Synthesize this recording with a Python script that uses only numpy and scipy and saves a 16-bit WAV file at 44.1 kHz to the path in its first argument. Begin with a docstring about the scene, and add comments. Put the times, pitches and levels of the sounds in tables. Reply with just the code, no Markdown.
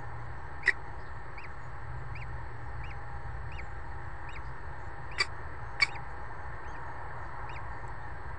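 """Inside a wooden nest box, a falcon chick peeps while the adult beside it gives three rough squeaks.
Each peep is a whistle that rises and falls, sometimes broken by a second, higher voice. Each squeak
follows a smack of the beak and is rough because two voices beat together while air rasps through.
Feathers and litter rustle, and the walls echo. Distant outdoor noise rings in the air of the box over
a low rumble, a hum, a thin whine and the faint buzz of the small camera whose microphone listens."""
import sys
import numpy as np
from scipy import signal
from scipy.fft import rfft, irfft
from scipy.io import wavfile
from scipy.ndimage import uniform_filter1d

SR = 44100
rng = np.random.default_rng(int(sys.argv[2]) if len(sys.argv) > 2 else 0)


def digitize_waveform(pressure):
    """Quantize a signal to 16-bit integers and store it at the path in sys.argv[1].

    Rows of a 2-D input are taken as channels; values are limited to [-1, 1].
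    """
    field = np.atleast_2d(pressure).T
    bounded = np.clip(field, -1, 1)
    quanta = np.round(bounded * 32767).astype(np.int16)
    wavfile.write(sys.argv[1], SR, quanta)


N = 369558

# how well the box and microphone pass each pitch: pitch_hz, gain_db
PATH_TO_MIC = [(1900, -6), (2150, 1), (2350, 0), (2550, -6), (2850, -13), (3200, -12), (4000, -17),
               (4350, -9), (4700, -1), (5000, -5), (5300, -21), (5750, -20), (6300, -9), (7000, -18),
               (7700, -5), (8300, -20), (9000, -40)]


def chick():
    """The chick's peeps arch up and down in pitch; the low voice gives way when a high one breaks in."""
    # low voice: start_s, rise_s, fall_s, top_hz, level_db (before the path to the microphone)
    peeps = [(.629, 0.0427, 0.065, 2750, -44.5), (1.377, 0.0432, 0.044, 2780, -45),
             (2.152, 0.044, 0.044, 2807, -44), (2.837, 0.046, 0.043, 2870, -44.5),
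             (3.518, 0.036, 0.054, 2894, -42.5), (4.289, 0.037, 0.0522, 2886, -43.5),
             (5.114, .042, .045, 2876, -45), (5.888, .037, .048, 2880, -42.5),
             (6.644, .064, 0.065, 3250, -56), (7.493, 0.037, .051, 2880, -43.5)]
    # high voice: start_s, length_s, pitch_hz, level_db, share_taken (from the low voice, 0 to 1)
    voice_breaks = [(3.551, 0.016, 3700, -61, 0.6), (4.322, 0.031, 3800, -57.5, 0.6),
                    (5.155, 0.025, 3670, -62, 0.4), (5.916, 0.035, 3750, -57.5, .85),
                    (6.71, 0.034, 4550, -68, 0.5), (7.528, 0.023, 3765, -57.5, 0.7)]
    # shape of the arch: top_hz, exponent (larger is flatter on top)
    flatness = [(2800, 1.45), (2890, 2.45), (3250, 2.1)]
    climb_hz_per_s, fall_hz = 15000, 905
    low, high, taken = np.zeros((3, N))
    for start, rise, fall, top_hz, db in peeps:
        flat = value_at(flatness, top_hz)
        t = np.arange(-rise, fall, 1 / SR)
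        rising = climb_hz_per_s * rise * abs(t / rise) ** flat
        falling = fall_hz * abs(np.sin(np.pi / 2 * t / fall)) ** (1.8 * flat)
        hz = top_hz - np.where(t < 0, rising, falling) + 15 * wobble(len(t), 100)
        fade = np.clip(np.minimum((t + rise) / 0.0013, (fall - t) / 0.0053), 0, 1)
        level = gain_of(db + 1.2 * wobble(len(t), 70))
        add(low, start, level * fade * whistle(hz, overtone_db=-14))
    for start, length, hz, db, share in voice_breaks:
        position = np.linspace(-1, 1, round(length * SR))
        fade = signal.windows.tukey(len(position), .45)
        arch_hz = hz * (1 - 0.053 * position ** 2) + 30 * wobble(len(position), 60)
        level = gain_of(db - value_at(PATH_TO_MIC, hz))
        add(high, start, level * fade * whistle(arch_hz, overtone_db=-32))
        add(taken, start, share * fade)
    return low * (1 - taken) + high


def whistle(hz, overtone_db):
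    """A tone with two flickering overtones, each shaped by the path to the microphone."""
    phase = phase_of(hz)
    strain_db = 0.044 * np.clip(hz - 2850, 0, 300)  # the voice strains at high pitch
    flicker_db = 3.6 * wobble(len(hz), 100) + strain_db
    levels_db = [0, overtone_db + flicker_db, overtone_db - 11 - flicker_db]
    return np.sqrt(2) * sum(gain_of(db + value_at(PATH_TO_MIC, k * hz)) * np.sin(k * phase)
                            for k, db in enumerate(levels_db, 1))


def adult(mix):
    """Each squeak starts thin and high, snaps down into two beating voices and leaves a rasp of air."""
    # start_s (of the full voice), hold_s, pitch_hz, level_db, mid_change_db, overtone_db, after_db,
    # air_db, tail_s, beat_hz (how far below the second voice is), second_db, half_pitch_db, thump_db
    squeaks = [(0.679, 0.015, 1926, -17.5, -8.5, -20.5, -35.5, -39.5, 0.019, 150, -8.5, -26.5, -19.5),
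               (5.204, 0.016, 2325, -27, -2, 3.5, -52, -30.5, 0.051, 366.4, -1, -7.5, -11.5),
               (5.822, 0.014, 2260, -20.5, 1.5, -5.5, -53, -33.5, 0.054, 328, -18, -16, -28)]
    # tone colour of the rasping air: pitch_hz, gain_db
    rasp_colour = [(600, -13), (1500, -1), (2500, 0), (3150, -21.5), (3700, -4.5), (4200, -14),
                   (5200, -0.5), (6200, -24.5), (7500, -8.5), (9200, -15.5), (9700, -29)]
    lead_s, attack_s, release_s, fade_s = .021, 0.00483, .007, 0.013
    tail_db_per_s, thump_hz = -450, 382.7
    for (start, hold, held_hz, held_db, mid_db, top_db, after_db, air_db, tail,
         beat_hz, second_db, half_db, thump_db) in squeaks:
        t = np.arange(start - lead_s, start + hold + tail + fade_s, 1 / SR)
        # pitch and levels slide from one of these moments to the next
        moments = start + np.array([-lead_s, -attack_s, 0, hold / 2, hold,
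                                    hold + release_s, hold + tail, hold + tail + fade_s])
        hz = np.interp(t, moments[:6], [2801, 2655, held_hz, held_hz, held_hz - 20, 2310])
        voice_db = np.interp(t, moments, [-64, -44.5, held_db, held_db + mid_db, held_db,
                                          after_db, after_db + tail_db_per_s * tail, -86.5])
        overtone_db = np.interp(t, moments[1:6], [0.5, top_db - 5, top_db, top_db - 7, -16])
        rasp_db = np.interp(t, np.delete(moments, 3), [-46, -39.5, air_db, air_db - 3.5, -40, -56, -86.5])
        phase = phase_of(hz + 25 * wobble(len(t), 40))
        beat = 2 * np.pi * beat_hz * (t - start - .0025)
        voice = np.sin(phase) + gain_of(second_db) * np.sin(phase - beat)
        octave = np.cos(2 * phase) * (1 + 0.21 * np.cos(beat))  # cosine makes downward swings larger
        upper = gain_of(-22) * (np.sin(3 * phase) + 0.32 * np.sin(4 * phase))
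        voice += gain_of(overtone_db) * (octave + upper)
        # every other cycle differs, which adds a tone at half the pitch
        voice += gain_of(half_db) * (np.sin(phase / 2) + 0.23 * np.sin(3 * phase / 2))
        voice += gain_of(thump_db) * np.sin(2 * np.pi * thump_hz * t)  # the air in the box thumps
        rasp = gain_of(rasp_db) * shaped_noise(value_at(rasp_colour, np.fft.rfftfreq(8192, 1 / SR)), len(t))
        voice *= np.sqrt(2) * gain_of(voice_db + 1.05 * wobble(len(t), 40))
        add(mix, t[0], (voice + rasp) * signal.windows.tukey(len(t), .08))


def beak_smacks(mix):
    """The beak opens with a smack before each squeak."""
    # start_s, peak_db, pitch_hz, rise_s, ring_s
    smacks = [(0.6598, -27.5, 2060, 0.0044, 0.015), (5.1821, -25, 1970, 0.00176, 0.026),
              (5.8, -25.5, 1860, 0.0015, 0.025)]
    for start, *shape in smacks:
        add(mix, start, click(*shape, grit=0.52, grain_samples=20))


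def litter_ticks(mix):
    """Faint dry ticks in the litter on the floor."""
    # start_s, peak_db
    ticks = [(2.281, -62), (7.878, -54)]
    for start, db in ticks:
        add(mix, start, click(db, hz=7700, rise_s=.001, ring_s=.02, grit=0.45, grain_samples=6))


def rustles(mix):
    """Feathers and litter rustle and wheeze: grainy puffs of noise, each around one pitch."""
    # start_s, length_s, pitch_hz, width_hz, level_db
    puffs = [(.97, 0.078, 4700, 1210, -68), (1.032, .08, 4120, 900, -68), (4.417, 0.12, 4630, 900, -70.5),
             (6.066, 0.098, 7500, 3010, -76.5), (7.23, .05, 4600, 150, -71),
             (7.682, 0.15, 4570, 150, -71.5), (7.89, 0.035, 4460, 150, -69), (7.963, 0.11, 3600, 120, -75)]
    hz = np.fft.rfftfreq(8192, 1 / SR)
    for start, length, pitch, width, db in puffs:
        count = round(length * SR)
        puff = shaped_noise(-12 * np.log10(1 + (2 * (hz - pitch) / width) ** 4), count)
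        level = gain_of(db + 2.3 * wobble(count, 150))
        add(mix, start, level * np.hanning(count) * puff)


def wall_echoes(sound, ring_s=0.098):
    """The wooden walls throw back many quick echoes."""
    t = np.arange(8000) / SR
    echoes = rng.standard_normal(len(t)) * gain_of(-60 * t / ring_s) * (t > .0015)
    return signal.oaconvolve(sound, echoes / np.linalg.norm(echoes))[:N]


def outdoor_wash(level_db=-42.5):
    """Outdoor noise and rumble swell gently, and the air in the box rings at its own pitches."""
    # tone colour of the noise: pitch_hz, gain_db
    colour = [(12, -32.5), (20, -8.5), (36, -13.5), (48, 0), (64, 0), (85, -10), (130, -7.5), (165, -19),
              (215, -37.5), (300, -21), (770, -22.5), (1000, -23), (2000, -26), (2450, -40), (3300, -47),
              (5000, -55), (6200, -59.5), (7600, -65.5), (8200, -72), (8700, -87)]
    # where the air in the box rings: pitch_hz, width_hz, boost_db
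    box_rings = [(359.8, 17, 7), (838, 21, 10), (936, 76, 10.5), (1076.3, 120, 6.5), (1317.9, 74, 7),
                 (1585, 70, 7.5), (1806.2, 145, 10), (4360, 547, 12)]
    # swell near 900 Hz: time_s, gain_db
    middle_swell = [(0, -0.5), (2.4, -1.8), (5.5, 0.5), (6.3, 1.5), (7.35, 3.5), (8.38, -0.5)]
    # swell of the rumble: time_s, gain_db
    rumble_swell = [(0, -1), (1.3, -1.5), (3.5, 2.55), (4.2, -0.5), (6.0, -1.66), (8.38, -0.5)]
    frames, hz = N // 512 + 4, np.fft.rfftfreq(2048, 1 / SR)
    real, imaginary, patches = rng.standard_normal((frames, 1025, 3)).T
    # audio compression makes the faint high hiss flicker in patches
    patches = unit_level(uniform_filter1d(uniform_filter1d(patches, 14, axis=0), 8, axis=1))
    compression_db = value_at([(3000, 0.69), (5000, 1.3), (7000, 7.91)], hz)[:, None] * patches
    swell_db = np.outer(np.exp(-np.log((hz + 1) / 900) ** 2 / 0.65), over_time(middle_swell, frames))
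    swell_db += np.outer(np.exp(-(hz / 110) ** 4), over_time(rumble_swell, frames))
    ring_db = sum(db / (1 + (2 * (hz - pitch) / width) ** 2) for pitch, width, db in box_rings)
    steady_db = (value_at(colour, hz) + ring_db)[:, None]
    spectrum = (real + 1j * imaginary) * gain_of(steady_db + swell_db + compression_db)
    noise = signal.istft(spectrum, nperseg=2048, noverlap=1536)[1][:N]
    return gain_of(level_db) * unit_level(noise)


def whine():
    """A thin tone that wanders in pitch as it comes and goes."""
    # time_s, pitch_hz, level_db
    course = [(0, 814, -51.5), (.42, 805, -63.5), (.6, 820, -54.5), (1.0, 814, -62), (2.4, 814.9, -59.5),
              (3.08, 816, -52.5), (3.4, 802, -58.5), (4.04, 810, -56), (4.62, 807, -73), (4.95, 803, -54.5),
              (5.5, 810, -65), (5.95, 811, -49.5), (6.3, 803, -66), (8.38, 814, -59)]
    times, pitches, _ = np.transpose(course)
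    hz = np.interp(np.arange(N) / SR, times, pitches)
    return wavering_tone(hz, over_time(course, N), waver_hz=4.81, smooth_samples=1500)


def hum(hz=118.77):
    """A low hum that comes and goes."""
    # time_s, level_db
    levels = [(0, -48), (.25, -44.5), (.58, -71), (1.45, -66), (1.75, -49), (2.4, -47.5), (3.4, -50.5),
              (3.7, -53.5), (4.6, -55), (5.0, -56), (5.95, -52.5), (6.3, -62), (7.35, -52.5), (8.38, -54.5)]
    return wavering_tone(hz, over_time(levels, N), waver_hz=1.5, smooth_samples=4000)


def camera_buzz(centre_hz=8000, step_hz=100 / 3, each_db=-88.5):
    """The electronics buzz: six close tones add up to one tone swept again and again."""
    t = np.arange(N) / SR
    tones = sum(np.sin(2 * np.pi * ((centre_hz + (k - 2.5) * step_hz) * t + k * k / 12))
                for k in range(6))
    return gain_of(each_db) * np.sqrt(2) * tones


def click(db, hz, rise_s, ring_s, grit, grain_samples):
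    """An unsteady ring that starts softly, then dies away by 60 dB in ring_s."""
    t = np.arange(2000) / SR
    ring = np.sin(2 * np.pi * hz * t) * (1 + grit * wobble(len(t), grain_samples))
    onset = np.minimum(t / rise_s, 1) ** 2
    return gain_of(db - 60 * np.maximum(t - rise_s, 0) / ring_s) * onset * ring


def wavering_tone(hz, db, waver_hz, smooth_samples):
    """A tone whose pitch wanders a little."""
    return gain_of(db) * np.sqrt(2) * np.sin(phase_of(hz + waver_hz * wobble(N, smooth_samples)))


def shaped_noise(gains_db, count):
    """Noise coloured by gains at evenly spaced pitches."""
    white = rng.standard_normal(2 * len(gains_db) - 2)
    return unit_level(irfft(rfft(white) * gain_of(gains_db)))[:count]


def wobble(count, smooth_samples):
    """A smooth random wiggle of typical size 1."""
    rough = uniform_filter1d(rng.standard_normal(count), smooth_samples)
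    return unit_level(uniform_filter1d(rough, smooth_samples))


def over_time(table, count):
    """A table's last column at evenly spaced moments."""
    columns = np.transpose(table)
    return np.interp(np.linspace(0, N / SR, count), columns[0], columns[-1])


def value_at(table, hz):
    """A table's value at any pitch."""
    pitches, values = np.transpose(table)
    return np.interp(np.log(hz + 1), np.log(pitches + 1), values)


def phase_of(hz):
    return 2 * np.pi * np.cumsum(hz) / SR


def gain_of(db):
    return 10 ** (np.asarray(db) / 20)


def unit_level(sound):
    return sound / np.sqrt(np.mean(sound ** 2) + 1e-20)


def add(mix, start_s, sound):
    part = mix[round(start_s * SR):][:len(sound)]
    part += sound[:len(part)]


def scene():
    """The birds and their echoes over the background, in one channel."""
    birds = chick()
    adult(birds)
    beak_smacks(birds)
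    litter_ticks(birds)
    rustles(birds)
    echoes = gain_of(-17) * wall_echoes(birds)
    return (birds + echoes + outdoor_wash() + whine() + hum() + camera_buzz())[None]


def record(dry):
    """The camera cuts the highest treble, and its converter adds a small steady offset."""
    cutoff_hz, offset = 10350, -.0116
    treble_cut = signal.firwin(511, cutoff_hz, window=("kaiser", 9), fs=SR)
    return signal.oaconvolve(dry, treble_cut[None], "same") + offset


dry = scene()
out = record(dry)
digitize_waveform(out)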